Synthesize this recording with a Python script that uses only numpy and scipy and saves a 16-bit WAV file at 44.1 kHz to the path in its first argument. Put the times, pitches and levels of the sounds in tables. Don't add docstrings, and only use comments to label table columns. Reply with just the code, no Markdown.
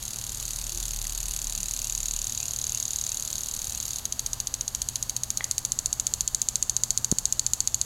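import sys
import numpy as np
from scipy import signal
from scipy.fft import rfft, irfft
from scipy.io import wavfile

SR = 44100
rng = np.random.default_rng(int(sys.argv[2]) if len(sys.argv) > 2 else 0)


def generate_wav(sig):
    pcm = np.round(np.clip(np.atleast_2d(sig).T, -1, 1) * 32767).astype(np.int16)
    wavfile.write(sys.argv[1], SR, pcm)


N = 346185
TIME_S = np.arange(N) / SR


def undb(db):
    return 10 ** (np.asarray(db) / 20)


def level(x, rms_db):
    return x * undb(rms_db) / np.sqrt(np.mean(x ** 2))


def curve(table, at, column=1):
    rows = np.array(table, float)
    return np.interp(at, rows[:, 0], rows[:, column])


def add(out, start_s, sound):
    start = int(round(start_s * SR))
    lo, hi = max(start, 0), min(start + len(sound), N)
    if hi > lo:
        out[lo:hi] += sound[lo - start:hi - start]


def highpass(x, order, cutoff_hz):
    return signal.sosfilt(signal.butter(order, cutoff_hz, "high", fs=SR, output="sos"), x)


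def colour(x, spectrum):
    f_hz, level_db = np.transpose(spectrum)
    bins_hz = np.maximum(np.fft.rfftfreq(N, 1 / SR), 1)
    gain = undb(np.interp(np.log(bins_hz), np.log(f_hz), level_db))
    gain = gain * np.minimum(bins_hz / f_hz[0], 1) ** 2
    return irfft(rfft(x) * level(gain, 0), N)


def walk(knots_per_s):
    knots = rng.standard_normal(int(N / SR * knots_per_s) + 2)
    return np.interp(TIME_S * knots_per_s, np.arange(len(knots)), knots)


def decay(t_s, t60_s):
    return np.exp(-np.log(1000) * t_s / t60_s)


def ring(f_hz, t60_s, level_db, t_s):
    modes = decay(t_s, t60_s[:, None]) * np.sin(2 * np.pi * f_hz[:, None] * t_s)
    return undb(level_db) @ modes


def glide(length_s, start_hz, end_hz, quaver=0, quaver_per_s=300):
    f_hz = np.linspace(start_hz, end_hz, int(length_s * SR))
    f_hz = f_hz * (1 + quaver * walk(quaver_per_s)[:len(f_hz)])
    return np.sqrt(2) * np.hanning(len(f_hz)) * np.sin(2 * np.pi * np.cumsum(f_hz) / SR)


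# f/Hz, relative density/dB
SUBURB_SPECTRUM = [(20, 2.5), (35, 5), (65, 4), (100, -0.5), (160, -7.5), (230, -8.5), (320, -16),
                   (480, -16.5), (800, -13.5), (1200, -17), (1700, -19.5), (2600, -28), (6000, -34)]


def suburb(rms_db=-45, swell_db=.4):
    air = level(colour(rng.standard_normal(N), SUBURB_SPECTRUM), rms_db)
    return air * undb(swell_db * walk(2.95))


# f/Hz, rms level before waver/dB
HUM_TONES = [(120, -53.5), (986, -71.5), (1044, -73), (1217, -71.5)]


def hum(waver_db=2.0, waver_rad=.5):
    out = np.zeros(N)
    for f_hz, rms_db in HUM_TONES:
        tone = np.sin(2 * np.pi * f_hz * TIME_S + waver_rad * walk(4))
        out += level(tone, rms_db) * undb(waver_db * walk(3))
    return out


# t/s, rms level before flutter/dB
ENGINE_LOUDNESS = [(0, -54), (.35, -46), (.6, -38), (1, -38.5), (1.85, -42), (2.2, -36), (2.45, -65)]


def engine(start_hz=42.4, sag_hz_per_s=3.9, flutter_db=1):
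    phase = 2 * np.pi * np.cumsum(start_hz - sag_hz_per_s * TIME_S) / SR
    running = TIME_S < ENGINE_LOUDNESS[-1][0]
    gain = undb(curve(ENGINE_LOUDNESS, TIME_S) + flutter_db * walk(9.2))
    return np.sqrt(2) * np.sin(phase) * gain * running


# mid t/s, level/dB
BIRD_CHIRPS = [(1.31, -54), (1.58, -53), (1.861, -52), (2.17, -55), (2.43, -51), (2.75, -52), (3.13, -53),
               (3.75, -55)]


def bird(chirp_s=0.123, start_hz=2450, end_hz=3050, pitch_scatter=0.0198):
    out = np.zeros(N)
    for mid_s, level_db in BIRD_CHIRPS:
        pitch = 1 + pitch_scatter * rng.standard_normal()
        chirp = glide(chirp_s, pitch * start_hz, pitch * end_hz, quaver=0.036)
        add(out, mid_s - chirp_s / 2, undb(level_db) * chirp)
    return out


# mid t/s, length/s, start f/Hz, end f/Hz, level/dB
FAR_TONES = [(0.758, .17, 345, 354, -53.5), (1.6, .2, 220.5, 158, -51)]


def far_tones():
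    out = np.zeros(N)
    for mid_s, length_s, start_hz, end_hz, level_db in FAR_TONES:
        add(out, mid_s - length_s / 2, undb(level_db) * glide(length_s, start_hz, end_hz))
    return out


# t/s, level before high-pass/dB
SOFT_THUMPS = [(6.995, -34), (7.12, -27), (7.1250, -10)]


def thumps(width_s=0.0012, edge_s=0.00024, edge_db=-16, low_hz=85):
    out = np.zeros(N)
    for mid_s, level_db in SOFT_THUMPS:
        u = (TIME_S - mid_s) / np.array([[width_s], [edge_s]])
        soft, firm = -np.pi * u / (1 + u ** 2 / 2) ** 2 / 2
        out += undb(level_db) * (soft + undb(edge_db) * firm)
    return signal.sosfiltfilt(signal.butter(1, low_hz, "high", fs=SR, output="sos"), out)


# t/s, gain/dB
KNOCK_TIMES = [(1.0526, -32.5), (5.4079, -18.5)]
# f/Hz, t60/s, relative level/dB
KNOCK_RING = [(750, .008, -25), (1180, .008, -15), (1995, .015, -2), (2200, .01, -9.5), (3230, .008, -9)]


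def knocks(low_hz=500):
    out = np.zeros(N)
    tap = ring(*np.transpose(KNOCK_RING), TIME_S[:SR // 10])
    for start_s, gain_db in KNOCK_TIMES:
        add(out, start_s, undb(gain_db) * tap)
    return highpass(out, 2, low_hz)


# delay/s, level/dB
WALL_ECHOES = [(.0228, -29), (0.024, -29), (.0341, -34), (0.0465, -28), (.0522, -32), (.058, -48)]


def yard(x, t60_s=0.52, scatter_db=-19, build_s=0.012):
    t_s = TIME_S[:SR // 2]
    build = 1 - np.exp(-(t_s / build_s) ** 2)
    tail = rng.standard_normal(len(t_s)) * decay(t_s, t60_s) * build
    response = tail * undb(scatter_db) / np.linalg.norm(tail)
    for delay_s, level_db in WALL_ECHOES:
        response[int(delay_s * SR)] += undb(level_db)
    return signal.fftconvolve(x, response)[:N]


def grass(x, t60_s=0.025, scatter_db=-22, first_s=0.0012):
    t_s = TIME_S[:SR // 20]
    response = rng.standard_normal(len(t_s)) * decay(t_s, t60_s) * (t_s > first_s)
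    response *= undb(scatter_db) / np.linalg.norm(response)
    return x + signal.fftconvolve(x, response)[:N]


def sweep(pace, loudness, scatter_db, limp_db=0, jitter_s=.00015):
    t_s = TIME_S[(TIME_S >= pace[0][0]) & (TIME_S < pace[-1][0])]
    swings = np.cumsum(curve(pace, t_s)) / SR
    strike = np.arange(int(swings[-1]) + 1)
    strike_s = np.interp(strike, swings, t_s)
    chance = rng.standard_normal((len(strike_s), 2))
    limp = limp_db * (-1) ** strike
    strike_db = curve(loudness, strike_s) + limp + scatter_db * chance[:, 1]
    return np.c_[strike_s + jitter_s * chance[:, 0], strike_db]


# t/s, rate/Hz
RETURN_PACE = [(.0266, 37.535), (1, 37.29), (2.3, 37.66), (3, 37.71), (3.3, 38.13), (4, 38.04)]
# t/s, rate/Hz
FORWARD_PACE = [(4.0544, 14.382), (5.4, 14.431), (6.1, 14.335), (7.85, 14.3)]
# t/s, level before scatter/dB
RETURN_LOUDNESS = [(0, -29), (1.1, -27.5), (1.9, -24), (3.05, -23), (3.25, -25), (4, -26.5)]
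# t/s, level before scatter/dB
FORWARD_LOUDNESS = [(4.05, -20), (4.9, -20), (6.5, -15.2), (7.85, -14.9)]


def arm_strikes():
    returning = sweep(RETURN_PACE, RETURN_LOUDNESS, scatter_db=.9, limp_db=.6)
    forward = sweep(FORWARD_PACE, FORWARD_LOUDNESS, scatter_db=.4)
    return np.vstack([returning, forward])


# t after strike/s, relative level on return/dB, relative level forward/dB
SPIT_SHAPE = [(-.006, -40, -38), (-.0028, -0.5, -19), (-.0012, -16, -6), (0, 4, 4), (.002, -0.5, 2),
              (.006, -5.5, -7.5), (.0095, -1.5, -3), (.011, 0.5, -4.5), (.0122, 2, -9), (.015, -37, -20)]
# t/s, spit gain/dB, steady jet level before flutter/dB
WATER_STRENGTH = [(0, -36.5, -44), (1.2, -34.5, -44.5), (2.5, -37, -43), (3.95, -35, -44),
                  (4.05, -34.5, -46), (6, -32.5, -47), (7.85, -34.5, -47.5)]
# f/Hz, relative level/dB
SPRAY_SPECTRUM = [(1500, -16.5), (2600, -12), (3500, -4), (4500, 0.5), (5200, -5), (6600, 2.5), (7300, -1),
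                  (8200, 0), (9500, -1.5), (11800, -0.5), (13500, -8.5), (15200, -16.5)]
# f/Hz, relative level/dB
JET_SPECTRUM = [(1200, -11.5), (2200, -15.5), (2700, -4.5), (3500, -3.5), (3900, 0), (4200, -1),
                (4550, 3.5), (5200, -5.5), (6000, -0.5), (6800, 5), (8500, -5.5), (11500, -3),
                (13500, -6.5), (15500, -18)]


def water(strikes, drops_db=2.5, flutter_db=1.0, spit_scatter_db=.8):
    t_s = np.arange(SPIT_SHAPE[0][0], SPIT_SHAPE[-1][0], 1 / SR)
    return_db, forward_db = curve(SPIT_SHAPE, t_s, 1), curve(SPIT_SHAPE, t_s, 2)
    spits = np.zeros(N)
    for strike_s, _ in strikes:
        shape_db = return_db if strike_s < RETURN_PACE[-1][0] else forward_db
        add(spits, strike_s + t_s[0], undb(shape_db + spit_scatter_db * rng.standard_normal()))
    drops = level(rng.standard_normal(N) * undb(drops_db * walk(2500)), 0)
    spray = colour(drops * spits * undb(curve(WATER_STRENGTH, TIME_S, 1)), SPRAY_SPECTRUM)
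    jet_db = curve(WATER_STRENGTH, TIME_S, 2) + flutter_db * walk(9.8)
    jet = colour(rng.standard_normal(N), JET_SPECTRUM) * undb(jet_db)
    return spray + jet


HEAD_MODES = [(2663, 0.007, -14, -43, -34, -37), (3340, 0.0074, -38, -25, -16.5, -30),
              (3955, 0.015, -16, -14.5, -16, -17), (4426, 0.014, -18, -15, -14.5, -8),
              (5200, 0.005, -15.5, -16, -16, -14.5), (6140, 0.013, -15, -23, -10.5, -38),
              (6595, 0.01, 0.5, 1.5, -0.5, 3), (7030, 0.0041, -22, -32, -22, 7.5),
              (7040, 0.022, -9.5, -11.5, -25, -10), (7600, 0.006, -34, -38, -11, -13),
              (8100, 0.0013, -20, -8, -21, -34), (10520, 0.015, -18, -26, -22, -18.5),
              (11050, .0024, -19, -25, -20, -20)]
# t/s, pose index (0-3)
HEAD_POSE = [(1.7, 0), (3.3, .9), (3.99, 1), (4.04, 2), (4.9, 2.1), (6.3, 3)]


def head(strikes, contact_s=.00015, low_hz=2100, gain_db=-0.1, detune=.003, mode_scatter_db=1.5):
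    f_hz, t60_s, *poses_db = np.transpose(HEAD_MODES)
    t_s = np.arange(int(.025 * SR)) / SR
    attack = t_s < .0034
    onset = 1 - np.exp(-(t_s / contact_s) ** 2)
    out = np.zeros(N)
    for strike_s, strike_db in strikes:
        chance = rng.standard_normal((2, len(f_hz)))
        shares = np.maximum(1 - np.abs(np.arange(len(poses_db)) - curve(HEAD_POSE, strike_s)), 0)
        mode_db = 20 * np.log10(shares @ undb(poses_db)) + mode_scatter_db * chance[0]
        click = ring(f_hz * (1 + detune * chance[1]), t60_s, mode_db, t_s) * onset
        click *= undb(strike_db + gain_db) / np.std(click[attack])
        add(out, strike_s - contact_s / 2, click)
    return highpass(out, 4, low_hz)


def scene(taps_room_db=5):
    background = suburb() + hum() + engine()
    far_calls = bird() + far_tones()
    taps = knocks()
    strikes = arm_strikes()
    lawn = far_calls + water(strikes) + grass(head(strikes))
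    echoes = yard(lawn + undb(taps_room_db) * taps)
    return (background + thumps() + taps + lawn + echoes)[None]


def record(dry, top_hz=15850):
    return signal.sosfilt(signal.ellip(10, .2, 80, top_hz, fs=SR, output="sos"), dry)


dry = scene()
out = record(dry)
generate_wav(out)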